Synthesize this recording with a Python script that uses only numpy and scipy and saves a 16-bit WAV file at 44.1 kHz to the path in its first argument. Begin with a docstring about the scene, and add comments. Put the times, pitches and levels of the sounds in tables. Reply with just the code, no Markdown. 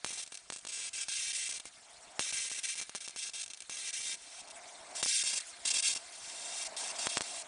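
"""A high-voltage arc burns in uneven spells in a workshop, close to a one-microphone camera: a train of separate
spark doublets shifts against a smooth flame hiss, coloured by narrow peaks and by echoes off near surfaces.
Strong strikes also leak into the microphone wiring as dry downward clicks. Behind it lies a machine's rush of
shaped patchy noise, which the camera's automatic gain lifts between loud sounds and drops at strikes, along a
table of levels; under that, faint corona fizz and amplifier noise."""
import sys
import numpy as np
from scipy import signal
from scipy.fft import rfft, irfft, next_fast_len
from scipy.io import wavfile
from scipy.ndimage import uniform_filter1d, map_coordinates

SR = 44100
rng = np.random.default_rng(int(sys.argv[2]) if len(sys.argv) > 2 else 0)


def log_audio(samples):
    """Write samples as a 16-bit WAV file to the path given in sys.argv[1]."""
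    # one column per channel
    frames = np.atleast_2d(samples).T
    # limit to full scale, then quantise
    limited = np.clip(frames, -1, 1)
    pcm = np.round(limited * 32767).astype(np.int16)
    wavfile.write(sys.argv[1], SR, pcm)


def amplitude_ratio(level_db):
    """Convert a level in decibels to the matching linear amplitude (field) ratio."""
    exponent = np.asarray(level_db, float) / 20
    return 10 ** exponent


N = 329427

# Spells in which the arc holds: start t/s, end t/s, start level/dB, end level/dB, share of separate sparks/0-1
BURNS = [(.063, 0.238, -39.5, -44, 1), (0.396, .468, -63, -70, .2), (.612, .648, -62, -64, .3),
         (0.686, 0.892, -42, -43, 1), (.932, 1.043, -42.5, -38.5, 0.61), (1.041, 1.08, -51, -58, 0.1),
         (1.084, 1.483, -38, -39, 0.36), (1.492, 1.583, -39.5, -43.5, 1), (2.194, 2.598, -38.5, -39.5, 0.7),
         (2.633, 2.683, -36.5, -43.5, 0.9), (2.686, 2.745, -37, -44.5, 0), (2.842, 2.885, -62, -65, 0.4),
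         (3.005, 3.067, -45, -48.5, 1), (3.162, 3.3, -45, -41.5, 0.7), (3.335, 3.442, -44, -43, 1),
         (3.633, 3.681, -62, -77, 0.3), (3.697, 3.908, -43, -39, 0.7), (3.929, 4.134, -42, -36.5, 0.63),
         (4.173, 4.415, -58.5, -49.5, 0.15), (4.952, 5.018, -41.5, -46, 0.5),
         (5.027, 5.228, -33, -34, 0.22), (5.237, 5.388, -36, -35, 1), (5.652, 5.805, -32.5, -32.5, 0.89),
         (5.824, 5.888, -34.5, -30, 0), (5.89, 5.94, -35, -36, 0.9), (5.972, 6.097, -53, -60.5, 0.1),
         (6.12, 6.674, -55.5, -40.5, 0), (6.765, 6.918, -42, -41, 0), (6.986, 7.07, -40, -38, 0.35),
         (7.089, 7.17, -39.5, -42.5, 0.37), (7.236, 7.423, -46.5, -45, 0.27)]
# Short catches that fade at once: start t/s, length/ms, start level/dB
SPUTTERS = [(.047, 7, -41), (.2635, 5.8, -44), (.2765, 5, -47.5), (0.321, 12, -48.5), (.344, 15.6, -41.5),
            (0.374, 6, -44), (0.527, 5, -45), (0.5311, 20, -43.5), (.562, 13, -42), (.585, 9.7, -45),
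            (.672, 6.6, -42), (1.599, 6.5, -46), (1.655, 32, -51.5), (2.755, 19.7, -40.5),
            (2.777, 28.6, -38), (2.814, 22.5, -38), (2.955, 27, -40.5), (3.078, 8.9, -41),
            (3.095, 14, -43.5), (3.462, 5.1, -45), (3.4797, 5, -46), (3.502, 13, -44), (3.535, 11, -43.5),
            (3.574, 6.2, -45), (3.605, 6.1, -42), (3.622, 4.4, -45), (4.137, 19, -40.5), (4.475, 14, -51),
            (4.503, 14, -49), (5.403, 6, -39.5), (5.951, 7.9, -36), (5.962, 13.6, -37), (6.955, 17, -47),
            (7.179, 2.7, -30.5), (7.218, 7, -31.5)]
# Brief outages before the arc relights: start t/s, length/ms
CHOKES = [(0.099, 6.7), (0.121, 6.2), (0.169, 4.5), (.217, 5.9), (1.321, 7.7), (1.517, 5.2), (2.313, 11.7),
          (2.488, 8.5), (2.51, 5.6), (2.54, 5.5), (3.423, 7.2), (3.713, 5.1), (5.042, 5), (5.054, 6.2),
          (5.348, 4.2), (5.662, 4), (5.695, 7.5), (5.777, 4.6), (5.79, 2.8), (6.64, 6.6)]
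# Loud strikes picked up by the wiring: t/s, peak level/dB
STRIKES = [(0.046, -10.5), (0.0622, -22.5), (0.3235, -25), (0.502, -15.5), (0.5236, -22.5), (0.651, -22.5),
           (0.6687, -27), (1.0852, -24.5), (1.6551, -24.9), (2.1943, -7.5), (2.2082, -22), (2.326, -23.5),
           (2.895, -23), (2.95, -17.5), (3.1618, -24), (3.6961, -22), (5.029, -11), (5.0349, -20.5),
           (5.064, -22.5), (5.655, -21.5), (7.0704, -7), (7.1717, -5.5), (7.1799, -18), (7.2086, -10)]
# Colour shared by sparks and flame hiss: f/Hz, relative level/dB
ARC_COLOUR = [(530, -61.5), (900, -36.5), (1520, -12), (1750, -10.5), (2650, -7.5), (4890, -5.5),
              (5570, -5.5), (6960, -3), (8680, -6.5), (10000, -2.5), (13000, -42), (22000, -120)]
# Surfaces near the long arc: delay/ms, gain/1
LONG_ARC_ECHOES = [(.35, .34), (.8, .17), (1.53, .15), (1.9, .27), (2.22, .12), (2.45, .18), (2.58, .3),
                   (2.94, .14), (3.05, .25), (3.37, .17), (3.66, .13), (3.83, .18), (4.3, .17), (6.9, .1)]
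# The same surfaces once the arc has shortened: delay/ms, gain/1
SHORT_ARC_ECHOES = [(.37, .22), (.81, .14), (1.48, .18), (1.87, .32), (2.21, .13), (2.43, .23), (2.55, .36),
                    (3.02, .2), (3.26, .14), (3.66, .16), (3.8, .13), (4.31, .17), (5.45, .11)]
# Narrow peaks in the arc's colour, many from overlapping echoes: f/Hz, width/Hz, level over the direct sound/dB
PEAKS = [(1600, 69, -8), (2122, 57, -3), (2327, 47, -1.5), (2705, 140, -13), (3280, 45, -2.5),
         (3653, 69, -2), (4196, 160, -2.5), (4825, 50, -9.5), (5475, 80, -4), (7500, 84, -6.5),
         (7780, 100, -8), (8520, 220, -6)]
# Lifts of the background rush by the camera's automatic gain: drop t/s, top level/dB, climb/(dB per s)
GAIN_LIFTS = [(2.19, -56, 28), (4.6, -56.5, 22), (5.02, -52.5, 11), (5.65, -59.5, 24), (7.07, -47, 12),
              (7.47, -53.5, 0)]
# Colour of the machine's rush: f/Hz, relative level/dB
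RUSH_COLOUR = [(60, -52), (150, -24), (300, -15), (520, -14.5), (620, -5), (690, 0.5), (780, -6.5),
               (950, -6.5), (1200, -12.5), (2100, -16), (3200, -33.5)]
# Loudness of the corona fizz, before its flicker: t/s, level/dB
FIZZ = [(0, -60), (1.7, -58), (2.17, -56), (2.3, -52.5), (3.7, -59), (4.2, -58), (4.9, -53.5), (5.4, -49.5),
        (6, -53), (6.7, -52), (7, -47.5), (7.47, -53.5)]
# Colour of the corona before the narrow peaks are added: f/Hz, relative level/dB
CORONA_COLOUR = [(710, -34), (1200, -5.5), (2100, -3), (3510, -4), (9230, -2.5), (10000, -1.5),
                 (13000, -52), (22000, -120)]
# Colour of the amplifier noise: f/Hz, relative level/dB
PREAMP_COLOUR = [(15, -11), (30, 5), (120, 1.5), (500, 1.5), (1500, -18), (3000, -33)]

MOVE_S = 4.7  # the arc changes place and shortens


def arc(strike_s, strike_db):
    """Sparks and flame hiss drive one source, heard through nearby echoes, clutter and a leak into the wiring."""
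    gain, share = burning()
    s, size = sparks(rate=500, scatter=.2, size_db=1.3, settle_s=.05)
    at = (s * SR).astype(int)
    flutter = gain * unsteadiness(share)
    train = impulses(s, size * (flutter * np.sqrt(share))[at])
    hiss = flutter * np.sqrt(1 - share) * rng.standard_normal(N)
    bangs = impulses(strike_s, amplitude_ratio(strike_db / 2 - 9.0))  # through the air, strikes differ less in size
    source, near = sliding_echoes(doublets(train + hiss + bangs))
    heard = patchy(near + clutter(source), depth_db=1.3)
    return amplitude_ratio(-1.5) * heard + spark_leak(s, size * (gain * share)[at])


def spells():
    """Burns and sputters as rows: start t/s, end t/s, start level/dB, end level/dB, spark share."""
    fade_db, spark_share = 4.5, 0.95  # a sputter's loss over its length; its share of separate sparks
    sputters = [(s, s + ms / 1000, db, db - fade_db, spark_share) for s, ms, db in SPUTTERS]
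    return list(BURNS) + sputters


def burning():
    """Gain and spark share of the arc per sample; it lights and dies within a millisecond."""
    gain, share, t = np.zeros(N), np.zeros(N), np.arange(N) / SR
    for start, end, start_db, end_db, spark_share in spells():
        lit = slice(int(start * SR), int(end * SR))
        gain[lit] = amplitude_ratio(np.interp(t[lit], [start, end], [start_db, end_db]))
        share[lit] = spark_share
    for s, ms in CHOKES:
        gain[int(s * SR):int((s + ms / 1000) * SR)] = 0
    return uniform_filter1d(gain, size=40), share


def sparks(rate, scatter, size_db, settle_s):
    """Each spell opens with a breakdown; the gap recharges at an uneven pace, slowly in short sputters."""
    times, sizes = [], []
    for start, end, *_ in spells():
        jolt, drift, size = rng.standard_normal((3, 800))
        gap = 1 if start < MOVE_S else .6  # a shorter gap breaks down sooner
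        settled = min((end - start) / settle_s, 1)
        pace = rate / gap * (.25 + .75 * settled ** 2)
        waits = np.exp(scatter * jolt + .6 * uniform_filter1d(drift, size=8)) / pace
        s = start + np.cumsum(waits) - waits[0]
        inside = s < end
        times.append(s[inside])
        sizes.append(amplitude_ratio(size_db * size[inside]) * np.sqrt(SR / pace))  # about the same power at any pace
    return np.concatenate(times), np.concatenate(sizes)


def unsteadiness(share):
    """The arc flutters at several speeds and, where it sparks, chokes for a few milliseconds at a time."""
    stumbles = np.clip(-wobble(130) - 1.3, 0, .5)
    flutter_db = 0.52 * wobble(190) + 0.6 * wobble(70) + 0.9 * wobble(15)
    return amplitude_ratio(flutter_db - 19 * share * stumbles)


def doublets(drive):
    """Turns each impulse into a suck-and-push pressure doublet of the arc's colour, at unit mean power gain."""
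    colour = lambda hz: amplitude_ratio(along(ARC_COLOUR, hz)) * np.exp(-.95j)
    power = np.mean(np.abs(colour(np.fft.rfftfreq(SR, 1 / SR))) ** 2)
    return filtered(drive, colour) / np.sqrt(power)


def sliding_echoes(source):
    """The echoes slide between the long and the short arc's pattern; returns the peaked source and that source
    together with its echoes."""
    shortness = np.where(np.arange(N) < MOVE_S * SR, .05, .95) + .2 * wobble(9)
    short = np.clip(shortness, 0, 1)
    thin_hz = 1200  # the shortened arc loses what lies below
    thin = filtered(source, lambda hz: (hz / (hz - 1j * thin_hz)) ** 2)
    source = peaked(source * (1 - short) + amplitude_ratio(1.27) * thin * short, patchy_db=3)
    long_part = surfaces(source * (1 - short), LONG_ARC_ECHOES)
    short_part = surfaces(source * short, SHORT_ARC_ECHOES)
    return source, long_part + short_part


def surfaces(x, echoes):
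    """The direct sound and its copies from near surfaces."""
    return filtered(x, lambda hz: 1 + sum(g * np.exp(-2j * np.pi * hz * ms / 1000) for ms, g in echoes))


def peaked(x, patchy_db):
    """The direct sound plus narrow spectral peaks with random patchy gain."""
    def response(f):
        return sum(amplitude_ratio(db) * 1j * f * w / (c * c - f * f + 1j * f * w) for c, w, db in PEAKS)
    return x + patchy(filtered(x, response), patchy_db)


def clutter(source):
    """Early scatter drifts between two random patterns; a fainter, longer one follows."""
    turn = 1.5 * wobble(2)
    early = sum(scattered(source * part, t60=0.018, lead_s=0.0019) for part in (np.cos(turn), np.sin(turn)))
    return amplitude_ratio(-8) * early + amplitude_ratio(-18) * scattered(source, t60=.15, lead_s=.003)


def scattered(x, t60, lead_s):
    """Dense scatter from the clutter of the workshop: a decaying noise tail of energy 1."""
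    t = np.arange(SR // 3) / SR
    tail = rng.standard_normal(len(t)) * amplitude_ratio(-60 * t / t60) * (1 - np.exp(-t / lead_s))
    return signal.fftconvolve(x, tail / np.linalg.norm(tail))[:N]


def spark_leak(s, size):
    """Every spark leaks a little into the wiring, by an uneven amount."""
    leak_db = -21.0 + 5.6 * np.clip(rng.standard_normal(len(s)), -3, 2.2)
    return wiring(impulses(s, size * amplitude_ratio(leak_db)), width_hz=9000, block_hz=178)


def strikes(s, db):
    """The dry clicks of strikes induced straight into the wiring."""
    return wiring(impulses(s, amplitude_ratio(db)), width_hz=8500, block_hz=150)


def all_strikes():
    """Times/s and levels/dB of the loud strikes and of a small one each time the arc lights."""
    over_db, spread_db = 1, 8  # small strikes over the level of their spell
    relit = [(s + ms / 1000, row[2]) for s, ms in CHOKES for row in BURNS if row[0] < s < row[1]]
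    lights, spell_db = np.transpose([(row[0], row[2]) for row in spells()] + relit)
    small_db = spell_db + over_db + spread_db * np.clip(rng.standard_normal(len(lights)), -2, 2)
    s, db = np.transpose(STRIKES)
    return np.append(s, lights), np.append(db, small_db)


def wiring(pulses, width_hz, block_hz):
    """An induced pulse dips downward, rounded by the amplifier, then recovers through its coupling capacitor."""
    peak = width_hz * np.sqrt(np.pi) / SR
    return filtered(pulses, lambda hz: -np.exp(-(hz / width_hz) ** 2) * hz / (hz - 1j * block_hz) / peak)


def machine():
    """A machine's rush with a hump in the low middle, wavering a little in level."""
    return amplitude_ratio(lifted_rush_db() + .7 * wobble(12)) * rush(RUSH_COLOUR, patchy_db=1.2)


def lifted_rush_db():
    """Level/dB of the rush as the camera's automatic gain lifts it between loud sounds and drops it at strikes."""
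    rest_db, late_rest_db, drop_s = -71, -68, 0.025  # rest before and after the arc moves; time to fall 20 dB
    t = np.arange(N) / SR
    levels = [np.where(t < MOVE_S, rest_db, late_rest_db)]
    start = 0
    for s, top_db, climb_db in GAIN_LIFTS:
        lift = np.where(t < s, top_db - climb_db * (s - t), top_db - 20 * (t - s) / drop_s)
        levels.append(lift - 120 * (t < start))  # no part before the previous drop
        start = s
    return np.max(levels, axis=0)


def corona():
    """Faint corona fizz at the electrodes: bright noise of flickering level, with the same narrow peaks."""
    fizz = unit(peaked(rush(CORONA_COLOUR, patchy_db=3.4), patchy_db=3.0))
    return amplitude_ratio(curve(FIZZ) + 1.1 * wobble(30) + 0.73 * wobble(8)) * fizz


def amplifier_noise():
    """Mostly low, patchy noise of the microphone amplifier."""
    return amplitude_ratio(-75.5) * rush(PREAMP_COLOUR, patchy_db=5.5)


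def rush(spectrum, patchy_db):
    """Patchy coloured noise of rms 1."""
    noise = patchy(rng.standard_normal(N), patchy_db)
    return unit(filtered(noise, lambda hz: amplitude_ratio(along(spectrum, hz))))


def patchy(x, depth_db):
    """x with patches of random gain over time and frequency."""
    z = signal.stft(x, nperseg=256)[2]
    field = uniform_filter1d(rng.standard_normal(z.shape), 5, axis=0)
    field = uniform_filter1d(field, 7, axis=1)
    return signal.istft(z * amplitude_ratio(depth_db * unit(field)), nperseg=256)[1][:N]


def impulses(s, size):
    """Impulses at times s, placed between samples by a windowed sinc."""
    at = np.clip(np.asarray(s) * SR, 8, N - 9)[:, None]
    i = at.astype(int) + np.arange(-7, 9)
    kernel = np.sinc(i - at) * np.cos((i - at) * np.pi / 18) ** 2
    return np.bincount(i.ravel(), (size[:, None] * kernel).ravel(), N)


def filtered(x, response):
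    """x times a complex response of frequency."""
    m = next_fast_len(N + SR // 4)
    return irfft(rfft(x, m) * response(np.fft.rfftfreq(m, 1 / SR)), m)[..., :N]


def wobble(rate):
    """A smooth random curve, rate knots a second, at most 200."""
    knots = rng.standard_normal(int(N * 200 / SR) + 4)
    return map_coordinates(knots, [np.arange(N) * min(rate, 200) / SR])


def curve(rows):
    """Rows of (t/s, value) as one value per sample."""
    return np.interp(np.arange(N) / SR, *np.transpose(rows))


def along(points, hz):
    """Rows of (f/Hz, value) read on a log axis."""
    f, v = np.transpose(points)
    return np.interp(np.log(hz + 1), np.log(f + 1), v)


def unit(x):
    """Scaled to rms 1."""
    return x / np.sqrt(np.mean(x ** 2) + 1e-20)


def scene():
    """One microphone feeds both channels."""
    s, db = all_strikes()
    mono = arc(s, db) + strikes(s, db) + machine() + corona() + amplifier_noise()
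    return np.tile(mono, (2, 1))


def top_cut(x):
    """Nothing passes above the cut-off."""
    return signal.sosfilt(signal.butter(12, 11370, fs=SR, output="sos"), x)


def record(dry):
    """The camera cuts the treble steeply."""
    top_hz = 9960
    mix = filtered(dry, lambda hz: 1 / (1 + (hz / top_hz) ** 200))
    return top_cut(mix)


dry = scene()
out = record(dry)
log_audio(out)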